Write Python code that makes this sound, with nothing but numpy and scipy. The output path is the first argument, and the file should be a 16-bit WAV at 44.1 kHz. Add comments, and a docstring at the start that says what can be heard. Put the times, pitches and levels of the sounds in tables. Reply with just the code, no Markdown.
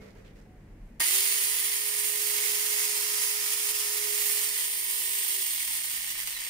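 """Quiet room, small cordless chainsaw over a table. A hand rubs on the grip, then pulls the trigger.
The housing clanks, the unbalanced rotor hums up to speed, the vents blow and whistle, and the chain
strikes and slides on its bar, rattling and hissing. The balance shifts as the saw is turned about.
Trigger released, the chain coasts: its clicks thin out and it squeaks once."""
import sys
import numpy as np
from scipy import signal
from scipy.fft import rfft, irfft, next_fast_len
from scipy.io import wavfile
from scipy.ndimage import uniform_filter1d

SR = 44100
rng = np.random.default_rng(int(sys.argv[2]) if len(sys.argv) > 2 else 0)


def int16_out(signal):
    """Quantize to a 16-bit WAV file."""
    q = np.round(np.clip(np.atleast_2d(signal).T, -1, 1) * 32767)
    wavfile.write(sys.argv[1], SR, q.astype(np.int16))


N = 286209
TIME = np.arange(N) / SR

START_S, RELEASE_S, JOLT_S = .996, 5.32, .035  # trigger on, off; decay of the starting jolt
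SETTLE_AT_S, SETTLE_S = 4.65, .02  # the rattle settles into a lighter run
FREE_HZ = 418  # motor, free running
LINKS, LINKS_PER_TURN = 28, 1.1805
LINKS_PER_FLAP = LINKS / 3
VENT_DEG, VENT_WIDTH_DEG = 127, 45  # vent air and whistle are loudest near this angle
PAN = np.array([[.5], [-.5]])  # splits an L-R level difference


def from_db(db):
    """Decibels to gain."""
    return 10 ** (np.asarray(db) / 20)


def unit_rms(x):
    """Scale the channel mean to rms 1."""
    return x / np.sqrt(np.mean(np.atleast_2d(x).mean(0) ** 2) + 1e-20)


def bump(x, centre, width):
    """Bell curve, height 1."""
    return np.exp(-((x - centre) / width) ** 2)


def ramp(start_s, length_s):
    """Linear rise, 0 to 1."""
    return np.clip((TIME - start_s) / length_s, 0, 1)


def dying(start_s, decay_s):
    """1 until the start, then exponential decay."""
    return np.exp(-np.maximum(TIME - start_s, 0) / decay_s)


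def drift(rate_hz):
    """Random wander, rms 1."""
    knots = rng.standard_normal(4000)
    return unit_rms(np.interp(TIME * rate_hz, np.arange(len(knots)), knots))


def at_hz(points, hz):
    """Interpolate over log frequency."""
    f, value = np.transpose(points)
    return np.interp(np.log(hz), np.log(f), value)


def filtered(x, response):
    """Apply the gain response(hz)."""
    size = next_fast_len(N + 4096)
    hz = np.maximum(np.fft.rfftfreq(size, 1 / SR), 1)
    return irfft(rfft(x, size) * response(hz), size)[..., :N]


def broad_band(x, centre_hz):
    """Broad band-pass, steeper above."""
    def response(hz):
        ratio = hz / centre_hz
        return 1 / np.sqrt(1 + (ratio - 1 / ratio) ** 2 * (1 + ratio ** 2))
    return filtered(x, response)


def noise(spectrum, channels):
    """Coloured noise, rms 1."""
    white = rng.standard_normal((channels, N))
    return unit_rms(filtered(white, lambda hz: from_db(at_hz(spectrum, hz))))


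def clicks_at(times_s, heights):
    """Single-sample contacts."""
    out = np.zeros(N)
    np.add.at(out, np.clip((np.asarray(times_s) * SR).astype(int), 0, N - 1), heights)
    return out


def ring(clicks, hz, t60_s):
    """One damped mode; a unit click rings at height 1."""
    r, w = from_db(-60 / (t60_s * SR)), 2 * np.pi * hz / SR
    return signal.lfilter([0, np.sin(w)], [1, -2 * r * np.cos(w), r * r], clicks + 1e-18)


def tone(cycles, db, pan_db, lead_rad, waver_db):
    """Stereo sine; each side's level wavers."""
    level_db = db + waver_db * np.array([drift(14), drift(14)]) + pan_db * PAN
    phase = 2 * np.pi * cycles + np.array([[lead_rad], [0]])
    return np.sqrt(2) * from_db(level_db) * np.sin(phase)


def dip(driven_db, coasting_db):
    """Gain that sinks as the saw starts and partly recovers as it coasts."""
    return from_db(-driven_db * ramp(START_S, .012) + (driven_db - coasting_db) * ramp(RELEASE_S, .45))


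def background(spread_hz=900):
    """Room air, mains hum and a rumble that swells once; near mono in the bass."""
    # air spectrum: f/Hz, level/dB
    air_colour = [(40, -22), (70, -3.5), (120, -9.5), (210, -5.5), (290, -10.5), (450, -16), (700, -22),
                  (1200, -31.5), (2000, -27.5), (3500, -42.5), (9000, -46.5), (15000, -50)]
    # mains lines: f/Hz, level/dB
    mains_lines = [(99, -12), (147, -16.5), (198, -16)]
    # rumble spectrum: f/Hz, level/dB
    rumble_colour = [(15, -12), (30, 14), (50, 9.5), (80, -34), (200, -61)]
    mid = noise(air_colour, channels=1)
    side = filtered(noise(air_colour, channels=1), lambda hz: 1.23 * hz / (hz + spread_hz))
    mains = sum(np.sqrt(2) * from_db(db + 2.4 * drift(5.5)) * np.sin(2 * np.pi * hz * TIME)
                for hz, db in mains_lines)
    room = from_db(-49.5) * (from_db(-5.5) * (mid + side * [[1], [-1]]) + mains)
    rumble = from_db(-55.5 + 10 * bump(TIME, .69, .27)) * noise(rumble_colour, channels=1)
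    return room * dip(driven_db=18.3, coasting_db=11.4) + rumble * dip(driven_db=15.2, coasting_db=7.5)


def handling(slips_per_s=2500, attack_s=.012, release_s=.04, tick_s=.0015):
    """The palm sticks and slips on the plastic grip; the shell rustles, the grip ticks."""
    # shell spectrum: f/Hz, level/dB
    shell_colour = [(200, -20), (440, 19.5), (750, -2), (1200, -1), (2100, 1), (3500, -12), (9000, -22)]
    # strokes: t/s, length/s, hiss/dB, hiss centre/Hz, shell/dB
    rubs = [(0, 0.083, -67, 4500, -55), (0.145, 0.062, -73.5, 5000, -59.5), (0.24, 0.046, -67.5, 2770, -62),
            (0.349, 0.053, -71.5, 5400, -62.5), (.82, 0.07, -81, 9000, -83)]
    # grip ticks: t/s, peak/dB, centre/Hz
    ticks = [(.153, -55, 8000), (.462, -53, 1200)]
    slips = (rng.random(N) < slips_per_s / SR) * rng.standard_normal((2, N)) * from_db(2.5 * drift(120))
    shell = noise(shell_colour, channels=2)
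    out = 0
    for start_s, length_s, hiss_db, centre_hz, shell_db in rubs:
        stroke = ramp(start_s, attack_s) * dying(start_s + length_s, release_s)
        hiss = from_db(hiss_db) * unit_rms(broad_band(slips, centre_hz))
        out = out + stroke * (hiss + from_db(shell_db) * shell)
    for start_s, db, centre_hz in ticks:
        burst = (TIME >= start_s) * dying(start_s, tick_s) * rng.standard_normal(N)
        tick = broad_band(burst, centre_hz)
        out = out + from_db(db) * tick / abs(tick).max()
    return out * from_db([[-2], [1.5]])


def faint_tones():
    """Brief soft tones before the saw starts."""
    # tones: t/s, width/s, f/Hz, level/dB
    tones = [(.01, .035, 435, -54), (.01, .03, 2159, -62), (.53, .055, 735, -67)]
    return sum(np.sqrt(2) * from_db(db) * bump(TIME, at_s, width_s) * np.sin(2 * np.pi * hz * TIME)
               for at_s, width_s, hz, db in tones)


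def housing(links, tap_db=-44.5, spread_db=1.2, scatter_s=.0006):
    """The housing clanks as the slack is taken up, then ticks with each chain flap."""
    # starting knocks: t/s, level/dB
    knocks = [(1.003, -28), (1.0105, -29), (1.018, -31), (1.031, -34)]
    # housing modes: f/Hz, level/dB, t60/s
    modes = [(690, -22, .06), (931, -16, .07), (1211, -18, .06), (1868, -1, .06), (2121, -3, .06),
             (2606, -14, .04)]
    knock_s, knock_db = np.transpose(knocks)
    flap_s = np.interp(np.arange(LINKS_PER_FLAP / 4, links[-1], LINKS_PER_FLAP), links, TIME)
    late, luck = rng.standard_normal((len(flap_s), 2)).T
    taps = (TIME > START_S) * clicks_at(flap_s + scatter_s * late, from_db(tap_db + spread_db * luck))
    blows = clicks_at(knock_s, from_db(knock_db)) + taps
    return sum(ring(blows * from_db(db), hz, t60_s) for hz, db, t60_s in modes) * from_db([[-3], [2]])


def bar_responses(count, rise_s=.0003, right_lag_s=.000198):
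    """Stereo impulse responses of spots on the bar: crack, dense ring, room tail; whitened."""
    # chain's L-R coherence: f/Hz, coherence/1
    coherence = [(200, 0.64), (1000, 0.24), (2000, 0.37), (4000, 0.14), (14000, 0.0088)]
    decays = [(.002, 0), (.07, -3.5), (.4, -7)]  # crack, ring, room: t60/s, energy/dB
    t = TIME[:SR // 3]
    power = sum(from_db(db) ** 2 / t60_s * from_db(-60 * t / t60_s) ** 2 for t60_s, db in decays)
    power = signal.lfilter([1], [1, -np.exp(-1 / (rise_s * SR))], power)
    mid, side = rfft(rng.standard_normal((2, count, len(t))) * np.sqrt(power / power.sum()))
    hz = np.maximum(np.fft.rfftfreq(len(t), 1 / SR), 1)
    alike = at_hz(coherence, hz)
    mid, side = np.sqrt(1 + alike) * mid, np.sqrt(1 - alike) * side
    spots = np.stack([mid + side, (mid - side) * np.exp(-2j * np.pi * hz * right_lag_s)], axis=1)
    mean_power = uniform_filter1d(np.mean(abs(spots) ** 2, axis=0), size=100)
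    return irfft(spots / np.sqrt(mean_power / 2))


def link_hits(links, wear_db=2.5, cutter_db=2, chance_db=1.5, jitter_s=.00018):
    """Each link strikes in turn; every second carries a cutter, and the wear repeats each round."""
    number = np.arange(1, int(links[-1]))
    wear = rng.standard_normal(LINKS)
    late, luck = rng.standard_normal((len(number), 2)).T
    level_db = wear_db * wear[number % LINKS] + cutter_db * (-1) ** number + chance_db * luck
    hit_s = np.interp(number, links, TIME) + jitter_s * late
    return clicks_at(hit_s, from_db(level_db) * rng.choice([-1, 1], len(number)))


def chain_contacts(speed_hz, links, spots=7, loose_per_turn=8, spread_db=2.4, flutter_db=.5):
    """Loose rattle, sliding friction and link hits excite spots on the bar."""
    pace = speed_hz / speed_hz.max()
    out = 0
    for spot, response in enumerate(bar_responses(spots)):
        loose = (rng.random(N) < loose_per_turn * speed_hz / spots / SR) * rng.uniform(-.91, 1, N)
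        loose *= from_db(spread_db * np.clip(drift(60), -2, 2))
        friction = np.sqrt(pace) * rng.standard_normal(N)  # fades with speed, exposing single ticks
        force = unit_rms(loose / np.sqrt(pace)) + friction
        if spot < 2:  # sprocket and nose, where links turn
            force += 1.191 * unit_rms(link_hits(links) / np.sqrt(pace))
        out = out + signal.oaconvolve(force[None], response, axes=1)[:, :N]
    return unit_rms(out * from_db(flutter_db * drift(45)))


def link_rings(low_hz=1950, high_hz=5800, rings_per_s=600, t60_s=.08, level_db=-16):
    """Each link rings at its own pitch when flicked clear of the groove."""
    flicks = int(rings_per_s * TIME[-1] / LINKS)
    out = np.zeros((2, N))
    for hz in np.geomspace(low_hz, high_hz, LINKS) * rng.uniform(.98, 1.02, LINKS):
        clicks = clicks_at(rng.uniform(0, TIME[-1], flicks), rng.uniform(.45, 1, flicks))
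        pan_rad = rng.uniform(-.3, 1.9)
        out += np.outer([np.cos(pan_rad), np.sin(pan_rad)], ring(clicks, hz, t60_s))
    return from_db(level_db) * unit_rms(out)


def chain_slaps():
    """The slack chain slaps the bar."""
    # slaps: t/s, strength/dB
    slaps = [(1.003, 25), (1.021, 21), (1.038, 22), (3.232, 20), (3.338, 21), (5.734, 22), (5.914, 24),
             (6.019, 23), (6.202, 24), (6.273, 26), (6.389, 22)]
    at_s, db = np.transpose(slaps)
    return signal.oaconvolve(clicks_at(at_s, from_db(db))[None], bar_responses(1)[0], axes=1)[:, :N]


def rattle_peaks(x, edge_on, wander=.007, swell_db=.6, wander_hz=5, sink_s=1):
    """Narrow peaks colour the rattle, differently left and right; they wander and flatten edge-on."""
    # peaks: f/Hz, width/Hz, left/dB, right/dB, edge-on loss/1, settled gain/1, starting offset/Hz
    peaks = [(1842, 185, 3.5, 10.5, 0.47, 0.018, -8), (2136, 175, 4.5, 7.5, .2, 0.22, -5),
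             (3060, 850, 7.8, 2.4, 0.55, 0.068, 0), (4640, 930, 5.5, 2.5, 0.48, -0.17, 0),
             (6840, 460, 4.5, 4.5, 0.05, -0.41, 0), (8110, 270, 2, 3.5, 0.2, 0.29, 0),
             (8814, 620, 13, 5.5, 0.32, 0.098, 348), (9600, 480, 3.5, 1, 0.3, -0.024, 0),
             (10640, 460, 3, 11, 0.55, -0.26, 0), (11130, 210, 1, 4, 0.5, 0.31, 0),
             (13350, 510, 1, 5.5, 0.8, 0.84, 350), (14950, 710, -1, 8.5, 0.5, 0.058, 0)]
    hz, frame_s, frames = signal.stft(x, SR, nperseg=512)
    at = np.minimum((frame_s * SR).astype(int), N - 1)
    fresh, settled = dying(START_S, sink_s)[at], ramp(SETTLE_AT_S, SETTLE_S)[at]
    gain_db = 0
    for centre_hz, width_hz, left_db, right_db, lost, gained, offset_hz in peaks:
        peak_hz = centre_hz * (1 + wander * drift(wander_hz)[at]) + offset_hz * fresh
        share = (1 - lost * edge_on[at]) * (1 + gained * settled)
        peak_db = np.array([db * share + swell_db * drift(wander_hz)[at] for db in (left_db, right_db)])
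        gain_db = gain_db + peak_db[:, None] * bump(hz[:, None], peak_hz, width_hz)
    return signal.istft(frames * from_db(gain_db), SR, nperseg=512)[1][:, :N]


def near_echoes(x, edge_on, sway_s=.00006):
    """Table, case and arm reflect the saw; the paths shift as it turns and sways."""
    # reflections: delay/s, edge-on change/s, level/dB
    echoes = [(.0011, .0005, -19), (.0019, -.0007, -17), (.0031, .0009, -17)]
    out = x
    for base_s, change_s, db in echoes:
        delay_s = base_s + change_s * edge_on + sway_s * drift(3)
        echo = [np.interp(TIME - delay_s * path, TIME, side) for side, path in zip(x, (1, 1.15))]
        out = out + from_db(db) * np.array(echo)
    return out


def rattle_colour(hz):
    """Broad tone colour of the rattle in each channel, brighter on the right."""
    # spectrum: f/Hz, left/dB, right/dB
    colour = [(152, -53, -63), (343, -13.5, -9.5), (650, -22, -18.5), (848, -6.5, -13.5), (1520, -5, -9),
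              (2700, -3.5, 2), (3600, -5, -0.95), (7440, -0.8, 2), (11900, -3, 4.5), (15600, -2.5, 2.5)]
    return from_db([at_hz(np.array(colour)[:, [0, side]], hz) for side in (1, 2)])


def chain(speed_hz, links, angle_deg, low_hz=2500, high_hz=7600, round_db=.38, jolt_db=5):
    """Housing clatter, rasp and bar sizzle pulse as the chain flaps; angle and speed set the mix."""
    # chain looser or tighter, nearer or farther: t/s, level/dB
    levels = [(1.0, -30), (1.14, -28), (1.35, -31), (1.6, -32.5), (1.85, -34.5), (2.03, -32.5), (2.13, -34),
              (2.35, -31), (2.85, -31.5), (3.05, -33), (3.24, -32), (3.45, -33), (3.98, -33), (4.26, -31.5),
              (4.5, -33.5), (5.6, -31), (6.1, -31.5), (6.49, -32)]
    # clatter, rasp, sizzle gains: edge-on/dB, per halving of speed/dB, settled/dB, edge-on L-R/dB
    voices = [(0, 1.5, -5.5, -7.5), (0.5, -1.5, -3, 0.8), (-0.7, -4, -3, -2)]
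    flap_depths_db = (.9, .3, .22)
    edge_on, halvings = np.sin(np.radians(angle_deg)), np.log2(FREE_HZ / speed_hz)
    settled = ramp(SETTLE_AT_S, SETTLE_S)
    level_db = np.interp(TIME, *np.transpose(levels))
    level_db += round_db * np.sin(2 * np.pi * links / LINKS)  # the loop tightens once a round
    flap = np.sin(2 * np.pi * links / LINKS_PER_FLAP) * (1 + .8 * settled)
    rattle = chain_contacts(speed_hz, links) + link_rings() + chain_slaps()
    rattle = filtered(near_echoes(rattle_peaks(rattle, edge_on), edge_on), rattle_colour)
    over_low = filtered(rattle, lambda hz: 1 / (1 + (low_hz / hz) ** 10))
    over_high = filtered(rattle, lambda hz: 1 / (1 + (high_hz / hz) ** 20))
    clatter = (rattle - over_low) * from_db(jolt_db * dying(START_S, JOLT_S))
    rasp = over_low - over_high
    flare_db = bump(angle_deg, 60, 20) * np.array([[.6], [2.2]])  # bar groove faces the listener
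    sizzle = over_high * from_db(flare_db)
    out = 0
    for band, flap_db, gains in zip((clatter, rasp, sizzle), flap_depths_db, voices):
        edge_db, slow_db, settled_db, pan_db = gains
        gain_db = level_db + edge_db * edge_on + slow_db * halvings + settled_db * settled
        out = out + band * from_db(gain_db + flap_db * flap + pan_db * edge_on * PAN)
    return out


def motor_speed(kick_hz=290, sag_hz_per_s=.43, spin_up_s=.1, coast_s=1.15):
    """Turns per second: kick, quick climb, sag as the battery tires, coast."""
    free_hz = FREE_HZ - sag_hz_per_s * (TIME - START_S)
    driven_hz = free_hz - (free_hz - kick_hz) * dying(START_S, spin_up_s)
    return driven_hz * dying(RELEASE_S, coast_s)


def motor(turns, speed_hz, angle_deg, edge_db=13.8, slow_db=16, mount_hz=393, jolt_db=11):
    """Rotor unbalance hums, most edge-on; sprocket and motor orders sing near full speed."""
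    # drive orders: cycles/turn, level/dB, gain in the vent beam/dB, L-R/dB
    orders = [(LINKS_PER_TURN, -67, 0, -6), (2, -72, 2, 0), (2 * LINKS_PER_TURN, -58.5, 0, -2),
              (3, -69, 10, 0), (4 * LINKS_PER_TURN, -60, 0, -6)]
    hum_db = -63.2 + edge_db * np.sin(np.radians(angle_deg)) - slow_db * np.log2(FREE_HZ / speed_hz)
    hum_db += 8 * bump(speed_hz, mount_hz, 15)  # motor mount resonance
    hum_db += jolt_db * dying(START_S, JOLT_S)
    fast = np.clip((speed_hz - 260) / 50, 0, 1)
    hum = fast * tone(turns, hum_db, pan_db=-7.5, lead_rad=.74, waver_db=1)
    pull_db = 250 * np.log10(speed_hz / speed_hz.max())
    facing = bump(angle_deg, VENT_DEG, VENT_WIDTH_DEG)
    whine = 0
    for order, db, beam_db, pan_db in orders:
        cycles = order * (turns + .0071 * drift(25))
        whine = whine + tone(cycles, db + pull_db + beam_db * facing, pan_db, lead_rad=1.76, waver_db=1.5)
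    return hum + whine


def vents(angle_deg, switching_hz=4998, air_db=-55, facing_db=11, cut_s=.016):
    """Until release, the vents beam cooling air and the rough whistle of the switched windings."""
    # whistle: harmonic, level/dB, L-R/dB, beam gain/dB, left aim/deg, right aim/deg, beam width/deg
    harmonics = [(1, -55, -1.5, 10.5, 122, 135, 17), (2, -59, -2, 10, 103, 112, 13)]
    # air and brush noise: f/Hz, level/dB
    air_colour = [(200, -75), (520, -19), (950, 9), (1700, 5), (3700, -43), (5100, 18.5), (7000, 10),
                  (15000, -27)]
    cycles = switching_hz * TIME + .08 * drift(70) + .06 * drift(500)
    whistle = 0
    for k, db, pan_db, beam_db, left_deg, right_deg, width_deg in harmonics:
        beam = bump(angle_deg, np.array([[left_deg], [right_deg]]), width_deg)
        whistle = whistle + tone(k * cycles, db + beam_db * beam, pan_db, lead_rad=.79, waver_db=2)
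    facing = bump(angle_deg, VENT_DEG, VENT_WIDTH_DEG)
    air = from_db(air_db + facing_db * facing) * noise(air_colour, channels=2)
    return dying(RELEASE_S, cut_s) * (whistle + air)


def squeak(at_s=6.37, width_s=.035, centre_hz=3920, fall_hz_per_s=4500, level_db=-44.5):
    """The coasting chain squeaks in its groove."""
    hz = centre_hz - fall_hz_per_s * np.clip(TIME - at_s, -.1, .1) + 50 * drift(300)
    return bump(TIME, at_s, width_s) * tone(np.cumsum(hz) / SR, level_db, pan_db=0, lead_rad=1, waver_db=2)


def scene(rise_s=.009):
    """Motor speed drives hum and chain; the saw's angle sets what faces the listener."""
    # wrist turn: t/s, angle/deg (0 = chain cover towards the listener; vents loudest near 127)
    wrist = [(1.0, 14), (1.25, 31.6), (1.65, 15.6), (2.28, 80), (3.05, 122), (3.72, 144), (4.2, 74),
             (4.72, 1), (6.49, 15)]
    angle_deg = np.interp(TIME, *np.transpose(wrist))
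    speed_hz = motor_speed()
    turns = np.cumsum(speed_hz) / SR
    links = LINKS_PER_TURN * turns
    saw = chain(speed_hz, links, angle_deg) + motor(turns, speed_hz, angle_deg)
    saw += vents(angle_deg) + squeak()
    return ramp(START_S, rise_s) * saw + housing(links) + handling() + faint_tones() + background()


def record(dry, cutoff_hz=15600):
    """Steep low-pass."""
    return signal.sosfilt(signal.ellip(12, .1, 80, cutoff_hz, fs=SR, output="sos"), dry)


dry = scene()
out = record(dry)
int16_out(out)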